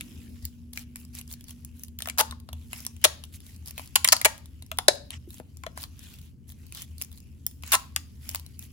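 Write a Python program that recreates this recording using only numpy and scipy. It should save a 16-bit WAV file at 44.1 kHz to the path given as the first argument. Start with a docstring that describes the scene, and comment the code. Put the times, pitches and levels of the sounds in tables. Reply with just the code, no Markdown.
"""A low room rumble and a faint wavering hum open the scene, with a soft rub of gloves and a first short tick.
Gloved hands peel thin plastic film off a putty stick, close up in a small room; the hum stops after 3 s.
Creases flip with short ticks, made of brief noise bursts sent through resonances; soft bumps are dying sines.
From 2 s on the taut film also rips in quick runs of slips, whose bursts ring it like a small drum.
Rub and fizz are shaped noise that swells with each stroke of a glove."""
import sys
import numpy as np
from scipy import signal
from scipy.fft import rfft, irfft, next_fast_len
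from scipy.io import wavfile

SR = 44100
rng = np.random.default_rng(int(sys.argv[2]) if len(sys.argv) > 2 else 0)


def master(y):
    """Save y as 16-bit WAV."""
    cut = np.clip(np.atleast_2d(y).T, -1, 1)
    pcm = np.round(cut * 32767)  # scale
    wavfile.write(sys.argv[1], SR, pcm.astype(np.int16))


N = 384552  # length in samples

# Levels in the tables are set before the left-right balance, the echo and the final rounding of peaks.
# Room rumble: pitch_hz, relative level_db
AIR_COLOUR = [(20, -16.5), (40, -9.5), (60, -1.5), (80, -3), (100, -9), (125, -2), (165, -9.5), (250, -8),
              (320, -20), (450, -29), (700, -44), (1400, -49), (4000, -55.5), (16000, -53.5)]
# Wavering hum, which ends at the last row: time_s, pitch_hz, relative level_db
HUM = [(0.0, 236.9, -50), (1.16, 240.7, -51.5), (3.05, 231.6, -56)]
# Light rubbing of the fingers that hold the film: time_s, level_db
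HOLD = [(0, -58.5), (.26, -60.5), (.68, -73), (1.25, -67.5), (1.62, -65.5), (1.95, -76), (2.43, -78),
        (2.6, -63), (3.3, -68), (3.9, -62), (4.68, -70.5), (5.5, -71.5), (6.26, -61.5), (6.36, -84.5),
        (6.62, -64), (7.4, -71), (8.3, -66), (8.7, -65.5)]
HOLD_HZ, HOLD_FIZZ_DB = 2900, -1  # its resonance; its fizz compared with its rub
# Dull rubbing of the glove as the grip shifts: time_s, level_db
GRIP = [(0, -53.5), (.2, -55), (.33, -49.5), (.45, -92)]
# Strokes of a glove over the film: start_s, length_s, rub_db, rub_resonance_hz, fizz_db
STROKES = [(0.411, .09, -54.5, 4393, -58), (.73, .12, -52, 3300, -49.5), (.95, .11, -62, 2497, -55),
           (1.123, .1, -52, 2500, -48.5), (1.281, .07, -55, 3994, -47.5), (1.461, .08, -56.5, 4000, -54),
           (1.73, .17, -67, 3200, -58), (1.98, .14, -60, 3197, -58), (2.69, .18, -49.5, 3000, -48.5),
           (3.009, .06, -48.5, 3300, -60.5), (3.32, .06, -57, 3697, -47.5), (3.392, .2, -57.5, 4000, -57),
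           (3.649, .07, -50, 4000, -48), (3.742, .14, -52, 2600, -52), (5.1, 0.082, -46.5, 2900, -63),
           (5.269, .15, -60.5, 2900, -53.5), (5.752, .12, -49, 3493, -47), (5.939, .27, -54.5, 3100, -57.5),
           (6.469, .07, -61.5, 4002, -55.5), (6.72, .14, -47, 3300, -47.5), (6.98, .08, -58, 4494, -52),
           (7.116, .09, -60, 4485, -60), (7.617, .18, -46, 2700, -51.5), (8.199, 0.22, -52.5, 2990, -51.5),
           (8.581, .1, -56, 2302, -51)]
STROKE_CURVE = 1.1  # a stroke swells and fades as a half sine to this power
# Tone of the rub, then of the fizz: pitch_hz, relative level_db
RUB_COLOUR = [(400, -22), (700, -9.5), (1400, -7.5), (2200, -5), (3400, -9.5), (5000, -3.5), (6500, -6.5),
              (8500, -10.5)]
FIZZ_COLOUR = [(4500, -19), (7000, -2.5), (9200, -6), (11000, 5.5), (12300, -2), (13400, -4), (15000, 0),
               (16500, -3.5)]
# The louder creases flipping: start_s, body_db, crack_hz, crack_db, sizzle_db (energy as if held for 5 ms)
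TICKS = [(0.009, -59, 2600, -35, -34), (0.452, -79, 4830, -39.5, -29), (0.774, -62, 2410, -31, -39),
         (0.958, -53, 2073, -42.5, -36), (1.326, -68, 6000, -49, -37), (1.648, -69, 6100, -52.5, -38),
         (1.835, -72, 6110, -43.5, -34.5), (1.988, -65, 3400, -41, -34), (2.004, -54, 1680, -39, -42),
         (2.021, -45.5, 3670, -33, -31.5), (2.057, -52, 1660, -36, -47), (2.086, -46, 2550, -32.5, -34),
         (2.098, -55, 2350, -31, -33), (2.176, -44, 1600, -43, -39), (2.31, -52, 3800, -37.5, -41.5),
         (2.489, -43, 4000, -48, -50), (2.53, -45, 3370, -43, -40), (2.731, -42, 2680, -34, -33.5),
         (2.865, -44.5, 5050, -33, -27), (3.238, -55.5, 3340, -40, -43.5), (3.779, -44.5, 2610, -36, -36),
         (3.795, -38, 2430, -42, -45), (4.165, -41, 4700, -26.5, -31), (4.214, -39.5, 1980, -28, -27),
         (4.623, -57, 4000, -47, -44), (5.105, -51, 3560, -37, -36), (5.775, -39.5, 1600, -39.5, -40.5),
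         (5.838, -43.5, 4130, -36.5, -39.5), (7.014, -51, 2445, -35.5, -31),
         (7.021, -54, 5400, -39.5, -27.5), (7.465, -50.5, 5275, -35.5, -20),
         (7.635, -46.5, 2527, -39.5, -51), (8.291, -50, 5490, -34.5, -30.5),
         (8.347, -38.5, 2100, -33, -27.5), (8.357, -40.5, 4730, -33, -30), (8.463, -63, 4000, -49, -47),
         (8.592, -66, 5980, -52, -35)]
# Small creases flip at random during strokes; their levels are counted from the stroke's fizz
SMALL_TICKS_PER_S, SMALL_TICK_SPREAD_DB = 22, 3.5
SMALL_BODY_DB, SMALL_CRACK_DB, SMALL_SIZZLE_DB = -13, 1, 7.0
# Sparse faint creases, counted from a level of their own
IDLE_TICKS_PER_S, IDLE_TICK_DB = 4.5, -57.5
# Tone of the late echo: pitch_hz, relative level_db
ECHO_COLOUR = [(200, 8), (500, -4), (1000, 6), (2000, -3), (3500, -.5), (7000, 3.5), (11000, -1.5),
               (16000, -7)]
# Time the late echo takes to fall by 60 dB: pitch_hz, decay_s
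ROOM_T60 = [(200, .6), (1000, 0.32), (4000, 0.38), (8000, 0.22), (16000, 0.34)]
# Soft bumps of the hands and the stick: start_s, relative level_db, pitch_hz
BUMPS = [(0.432, -30, 76.2), (2.294, -31.5, 76), (2.526, -35, 78), (4.253, -25, 439), (5.275, -39.5, 345),
         (5.399, -45.5, 250)]
# Rips of the taut film, with the drum values before the build-up and weakening set below:
# start_s, slips (count), gap_s, drum_hz, drum_db, crack_hz, crack_db, sizzle_db (energy as if held for 5 ms)
RIPS = [(2.0734, 1, 0, 705, -35.5, 2340, -39, -33.5), (2.1832, 7, 0.0047, 860, -20, 4000, -22, -21.5),
        (2.3235, 1, 0, 1070, -39, 1600, -50, -54), (3.0402, 4, 0.0042, 600, -20.5, 3400, -12.5, -16),
        (3.956, 3, 0.0019, 1100, -24, 3700, -17, -16), (4.044, 2, 0.0043, 1075, -29, 3300, -17, -15),
        (4.076, 1, 0, 1310, -44, 6000, -21, -21.5), (4.087, 1, 0, 940, -45.5, 4600, -14, -23),
        (4.1216, 4, 0.003, 748, -20, 4300, -11.5, -17), (4.2475, 4, .004, 880, -15.5, 1900, -13.5, -17),
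        (4.7157, 1, 0, 650, -36.5, 2620, -32, -34), (4.7864, 1, 0, 728, -26, 3440, -22.5, -22.5),
        (4.882, 3, 0.0011, 570, -11, 3600, -10.5, -18), (5.3995, 1, 0.0018, 480, -39.5, 1601, -51, -51),
        (5.6363, 1, 0, 1060, -39, 1610, -40.5, -57), (5.665, 1, 0, 680, -32.5, 1600, -36, -48.5),
        (7.7184, 7, 0.0058, 1034, -20, 3590, -20.5, -19), (7.9622, 1, 0, 1190, -33, 3040, -23.5, -20.5)]
# Ways the taut film rings: pitch (multiple of the drum pitch), relative level_db, time to fall by 60 dB (s)
DRUM_MODES = [(.77, -6.5, 0.021), (1, 3, .034), (1.28, -6, .03), (1.66, -15.5, .02)]
DRUM_BUILD_DB, DRUM_FALL_OCTAVES = 10.5, .2  # a rip frees more and more film: its note grows and sinks
CRACK_BUILD_DB = 2.5  # the crack grows with the drum note
SPENT_DB = 3.5  # the last slip of a long rip is this much weaker, as the pull is spent
SLIP_JITTER, CRACK_SCATTER_OCTAVES = .08, .25  # random spread: share of the gap; pitch of the crack
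SLIDE_SHARE, LAST_SLIDE_S = .6, 0.00069  # a slip slides for this share of the gap; the last for a set time
DRUM_PAN_DB, DRUM_PAN_DB_PER_OCTAVE = 1.5, -6  # left minus right at 1 kHz; deeper notes lean left
FLAP_DB = -23.0  # dull flap of the sheet, compared with the drum note
LEVEL_WINDOW_S = .005  # a short sound gets the energy of its level held this long
SNAP_TIME = np.arange(3072) / SR  # clock of a short sound, in s
CUTOFF_HZ = 16100  # top of the finished sound


def from_db(db):
    """Turns decibels into a gain."""
    return 10 ** (np.asarray(db) / 20)


def rms_one(x):
    """Scales a sound to an average strength (rms) of 1."""
    return x / np.sqrt(np.mean(x ** 2) + 1e-20)


def in_time(rows):
    """Draws each column of a table as a curve with a value at every sample."""
    s, *columns = np.transpose(rows)
    return [np.interp(np.arange(N) / SR, s, column) for column in columns]


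def at_hz(points, hz):
    """Reads a table at a pitch, with pitch on a log scale."""
    table = np.array(points)
    return np.interp(np.log(hz), np.log(table[:, 0]), table[:, 1])


def add(out, s, sound):
    """Mixes a stereo sound in at time s."""
    i = max(int(s * SR), 0)
    out[:, i:i + sound.shape[1]] += sound[:, :N - i]


def band(x, low_hz, high_hz, order=2):
    """Keeps the part of a sound between two pitches."""
    edges = [low_hz, min(high_hz, .45 * SR)]
    return signal.sosfilt(signal.butter(order, edges, "band", fs=SR, output="sos"), x)


def resonance(x, hz, width_hz):
    """Rings at one pitch, with gain 1 at the peak; a narrower width rings longer."""
    r = np.exp(-np.pi * width_hz / SR)
    feed = np.array([1, 0, -1]) * (1 - r * r) / 2
    return signal.lfilter(feed, [1, -2 * r * np.cos(2 * np.pi * hz / SR), r * r], x)


def coloured(x, spectrum):
    """Gives a steady sound the tone of a table, fading beyond its ends; rms 1."""
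    size = next_fast_len(N)
    hz = np.maximum(np.fft.rfftfreq(size, 1 / SR), 1)
    low_end = 1 + (spectrum[0][0] / hz) ** 4
    high_end = 1 + (hz / spectrum[-1][0]) ** 8
    gain = from_db(at_hz(spectrum, hz)) / np.sqrt(low_end * high_end)
    return rms_one(irfft(rfft(x, size) * gain, size)[:, :N])


def drift(per_s):
    """Wanders at random through this many points a second; rms 1."""
    return rms_one(np.interp(np.arange(N) / SR * per_s, np.arange(8192), rng.standard_normal(8192)))


def stereo_noise(likeness, size):
    """Makes noise whose two sides are alike (1) or independent (0)."""
    mid, side = rng.standard_normal((2, size))
    c = np.clip(likeness, -.99, .99)
    left_right = np.array([[1], [-1]])
    return (np.sqrt(1 + c) * mid + np.sqrt(1 - c) * side * left_right) / np.sqrt(2)


def panned(db):
    """Gives the gains of left and right for a level difference of left minus right."""
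    return from_db(np.array([[db], [-db]]) / 2)


def arrive(x, pan_db, lag_s):
    """Sets level and delay between the two sides; a positive lag means that the left leads."""
    shift = lag_s * SR / 2
    delays = np.array([[shift - abs(shift)], [-shift - abs(shift)]])
    turn = np.exp(2j * np.pi * np.fft.rfftfreq(x.shape[1]) * delays)
    return irfft(rfft(x) * turn, x.shape[1]) * panned(pan_db)


def at_level(x, db):
    """Gives a short sound, on each side, the energy of that level held for 5 ms."""
    energy = np.sum(x ** 2, axis=1, keepdims=True) + 1e-20
    return x * from_db(db) * np.sqrt(LEVEL_WINDOW_S * SR / energy)


def background():
    """Room rumble with one booming resonance, and a sine hum that wavers in pitch and fades out."""
    air = from_db(-50.5) * coloured(stereo_noise(0.65, size=N), AIR_COLOUR)
    boom = stereo_noise(.92, size=N)
    for _ in range(2):
        boom = resonance(boom, 78.5, 16)
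    boom = from_db(-47.5) * rms_one(boom)
    hz, db = in_time(HUM)
    fade = np.clip((HUM[-1][0] - np.arange(N) / SR) / 0.033, 0, 1)
    cycles = np.cumsum(hz + 1.6 * drift(25)) / SR
    hum = from_db(db + 2.5) * fade * np.sin(2 * np.pi * cycles)
    return air * panned(.6) + boom * panned(2.2) + hum


def sliding():
    """Strokes swell out of the light rubbing: gain of the rub, its resonance in Hz, gain of the fizz."""
    t = np.arange(N) / SR
    power = from_db(in_time(HOLD)[0]) ** 2
    weighted_hz = power * HOLD_HZ
    fizz_power = power * from_db(HOLD_FIZZ_DB) ** 2
    for start, length_s, rub_db, hz, fizz_db in STROKES:
        during = (t > start) & (t < start + length_s)
        swell = np.abs(np.sin(np.pi * (t[during] - start) / length_s)) ** STROKE_CURVE
        rub_power = (swell * from_db(rub_db)) ** 2
        power[during] += rub_power
        weighted_hz[during] += rub_power * hz
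        fizz_power[during] += (swell * from_db(fizz_db)) ** 2
    return np.sqrt(power), weighted_hz / power, np.sqrt(fizz_power)


def rub(centre_hz, patchy_db, peak_db, peak_octaves):
    """Friction noise rings the film; the strongest resonance moves with the grip, the others come and go."""
    edges = np.geomspace(400, 8500, 23)
    grains = [stereo_noise(0.15, size=N) * from_db(3.7 * drift(600).clip(-2.5, 2.5)) for _ in range(2)]
    out, power = 0, 0
    for k, (low, high) in enumerate(zip(edges, edges[1:])):
        hz = np.sqrt(low * high)
        peak = np.exp(-(np.log2(hz / centre_hz) / peak_octaves) ** 2)
        gain = from_db(at_hz(RUB_COLOUR, hz) + peak_db * peak)
        out = out + band(grains[k % 2], low, high) * gain * from_db(patchy_db * drift(22))
        power = power + gain ** 2 * (high - low)
    return rms_one(out / np.sqrt(power))  # a moving peak leaves the level nearly even


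def friction(colour, grain_db, likeness):
    """Countless tiny catches of uneven strength, as noise with a rough level."""
    grain = from_db(grain_db * drift(830).clip(-2.5, 2.5))
    return coloured(stereo_noise(likeness, size=N) * grain, colour)


def wrinkles(per_s, spread_db):
    """Tiny wrinkles pop in clusters, each ringing at one of nine pitches; rms 1."""
    born = rng.random(N) < per_s * from_db(6 * drift(18)) / SR
    pops = born * rng.choice([-1, 1], N) * from_db(spread_db * rng.random(N))
    pitches = np.geomspace(2400, 15000, 9)
    dealt = rng.integers(0, len(pitches), N)
    out = 0
    for k, hz in enumerate(pitches):
        out = out + resonance(pops * (dealt == k), hz, 990) * panned(rng.normal(0, 3.3))
    return rms_one(out)


def gloves():
    """Sliding gives a soft rub, with a fine fizz and tiny pops where the film wrinkles."""
    rub_gain, centre_hz, fizz_gain = sliding()
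    slide = rub_gain * rub(centre_hz, patchy_db=3.0, peak_db=8.0, peak_octaves=.35)
    fizz = fizz_gain * friction(FIZZ_COLOUR, grain_db=3.0, likeness=0.056)
    pops = fizz_gain * from_db(-9) * wrinkles(per_s=260, spread_db=14.0)
    grip = from_db(in_time(GRIP)[0]) * rms_one(band(stereo_noise(0.62, size=N), 190, 300))
    return slide * panned(.8) + fizz * panned(-.4) + pops + grip


def flutter(decay_s, likeness, hold_s=0):
    """A release sends bending waves through the film: a dense burst that dies once the film stops slipping."""
    rise = (1 - np.exp(-SNAP_TIME / 0.00035)) ** 2
    fall = np.exp(-np.maximum(SNAP_TIME - hold_s, 0) / decay_s)
    sag = 1 / (1 + np.minimum(SNAP_TIME, hold_s) / .004)  # the pull eases while the film gives
    return np.tanh(stereo_noise(likeness, size=len(SNAP_TIME))) * rise * fall * sag + 1e-18


def sizzle(decay_s, hold_s, fineness_db):
    """The smallest facets ring in the top treble; the finer the snap, the more its highest ring leads."""
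    burst = flutter(decay_s, 0.99, hold_s)
    top = from_db(-1.5 + 0.73 * np.clip(fineness_db, -5, 14))
    ring = .5 * band(burst, 6500, 12000) + resonance(burst, 11000, 1500) + top * resonance(burst, 15100, 1400)
    return arrive(ring, pan_db=0, lag_s=rng.uniform(-0.00011, -0.00006))


def small_ticks():
    """Faint creases flip by chance, thick in the strokes and sparse elsewhere; rows like those of TICKS."""
    rows = []
    spells = [(start, length_s, SMALL_TICKS_PER_S, fizz_db) for start, length_s, _, _, fizz_db in STROKES]
    spells += [(start, 1, IDLE_TICKS_PER_S, IDLE_TICK_DB) for start in range(int(N / SR))]
    for start, length_s, per_s, level_db in spells:
        for chance, when, size, pitch in rng.random((8, 4)):  # eight chances in each spell
            db = level_db + SMALL_TICK_SPREAD_DB * (2 * size - 1)
            if chance < per_s * length_s / 8:
                rows.append((start + when * length_s, db + SMALL_BODY_DB, 2400 + 3600 * pitch,
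                             db + SMALL_CRACK_DB, db + SMALL_SIZZLE_DB))
    return rows


def creases():
    """Each crease is a facet of its own size that flips over and nudges the slack film around it."""
    out = np.zeros((2, N))
    for s, body_db, crack_hz, crack_db, sizzle_db in TICKS + small_ticks():
        kick = flutter(decay_s=0.00047, likeness=0.91)
        body = 0.66 * band(kick, 830, 1200) + resonance(kick, rng.uniform(710, 740), 200)
        burst = flutter(decay_s=0.0012, likeness=0.46)
        crack = 0.12 * band(burst, 1700, 7000) + resonance(burst, crack_hz, 440)
        top = sizzle(decay_s=0.00094, hold_s=0, fineness_db=sizzle_db - crack_db)
        crack_lag_s = rng.uniform(.00005, 0.00045)
        add(out, s, arrive(at_level(body, body_db), pan_db=6.0, lag_s=0.00029))
        add(out, s, arrive(at_level(crack, crack_db), pan_db=4.0, lag_s=crack_lag_s))
        add(out, s, at_level(top, sizzle_db))
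    return out


def room(x, early_db, tail_db):
    """Table, hands and wall throw back quick reflections; the diffuse tail dies band by band."""
    t = np.arange(int(.7 * SR)) / SR
    edges = np.geomspace(150, 17000, 13)
    white, tail = rng.standard_normal((2, 2, len(t))), 0
    for k, (low, high) in enumerate(zip(edges, edges[1:])):
        hz = np.sqrt(low * high)
        decay_db = at_hz(ECHO_COLOUR, hz) - 60 * t / at_hz(ROOM_T60, hz)
        tail = tail + band(white[k % 2], low, high) * from_db(decay_db)
    tail = tail * np.clip((t - .004) / 0.0022, 0, 1)
    early = band(stereo_noise(0.9, size=len(t)), 570, 7000, order=1) * np.exp(-t / 0.0082) * (t > .002)
    echo = 0
    for db, part in [(early_db, early), (tail_db, tail)]:
        echo = echo + from_db(db) * part / np.sqrt(np.sum(part ** 2) / 2)
    return signal.fftconvolve(x, echo, axes=1)[:, :N]


def bumps():
    """Soft flesh gives a dull thud of a few cycles: a sine that swells and dies."""
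    out = np.zeros((2, N))
    for s, db, hz in BUMPS:
        cycles = hz * SNAP_TIME
        swell = (1 - np.exp(-cycles / 0.74)) * np.exp(-cycles / 3.3)
        thud = np.sin(2 * np.pi * cycles) * swell * (1 - SNAP_TIME / SNAP_TIME[-1])
        add(out, s, from_db(db + 5.0) * thud * panned(1.5))
    return out


def slips():
    """Breaks each rip into nearly even slips: s, slide_s, drum_hz, drum_db, crack_hz, crack_db, sizzle_db."""
    for start, count, gap_s, drum_hz, drum_db, crack_hz, crack_db, sizzle_db in RIPS:
        count = max(int(round(count)), 1)
        for k, (early, scatter) in enumerate(rng.standard_normal((count, 2)) * (count > 1)):
            to_go = count - 1 - k
            stuck = (to_go / max(count - 1, 1)) ** 3.0  # 1 at the start of a run of slips, 0 at the end
            spent_db = SPENT_DB * (to_go == 0 and count > 3)
            slide_s = SLIDE_SHARE * gap_s if to_go else LAST_SLIDE_S * (count > 1)
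            yield (start + gap_s * (k - SLIP_JITTER * early), max(slide_s, 0),
                   drum_hz * 2 ** (DRUM_FALL_OCTAVES * stuck),
                   drum_db - DRUM_BUILD_DB * stuck - spent_db,
                   crack_hz * 2 ** (CRACK_SCATTER_OCTAVES * scatter),
                   crack_db - CRACK_BUILD_DB * stuck - spent_db, sizzle_db)


def drum_note(kick, drum_hz):
    """The stretched film rings like a small drum, in several modes at once, when a slip kicks it."""
    ring = at_level(band(kick, 450, 1500), -14)
    for multiple, db, t60 in DRUM_MODES:
        width_hz = np.log(1000) / (np.pi * t60)
        ring = ring + at_level(resonance(kick, drum_hz * multiple, width_hz), db)
    return band(ring, .64 * drum_hz, 2600, order=3)


def tearing():
    """Every slip cracks, sizzles and kicks the drum; in a rip, each slides for part of the gap to the next."""
    out = np.zeros((2, N))
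    for s, hold_s, drum_hz, drum_db, crack_hz, crack_db, sizzle_db in slips():
        kick = flutter(decay_s=0.0018, likeness=.93, hold_s=hold_s)
        drum = at_level(drum_note(kick, drum_hz), drum_db)
        flap = at_level(band(kick, 280, 560), drum_db + FLAP_DB)
        burst = flutter(decay_s=0.0012, likeness=0.79, hold_s=hold_s)
        crack = .33 * band(burst, 1400, 7500) + .35 * band(burst, 1400, 3200) + resonance(burst, crack_hz, 750)
        top = sizzle(decay_s=0.00035, hold_s=hold_s, fineness_db=sizzle_db - crack_db)
        lean_db = DRUM_PAN_DB + DRUM_PAN_DB_PER_OCTAVE * np.log2(drum_hz / 1000)
        crack_lag_s = rng.uniform(.0001, 0.00041)
        # the sizzle starts first, then the crack, then the drum
        add(out, s, arrive(drum + flap, pan_db=lean_db, lag_s=0.00017))
        add(out, s - .0002, arrive(at_level(crack, crack_db), pan_db=3.5, lag_s=crack_lag_s))
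        add(out, s - .0004, at_level(top, sizzle_db) * panned(-.7))
    return out


def scene():
    """The film and the gloves in the room; only the film's ticks and rips get an added echo."""
    soft = background() + gloves() + bumps()
    film = creases() + tearing()
    return film + room(film, early_db=-14.0, tail_db=-19.8) + soft


def record(dry):
    """The highest peaks are rounded and the top is cut."""
    rounded = 1.334 * np.tanh(dry / 1.353)
    return signal.sosfilt(signal.ellip(10, .2, 70, CUTOFF_HZ, fs=SR, output="sos"), rounded)


dry = scene()
out = record(dry)
master(out)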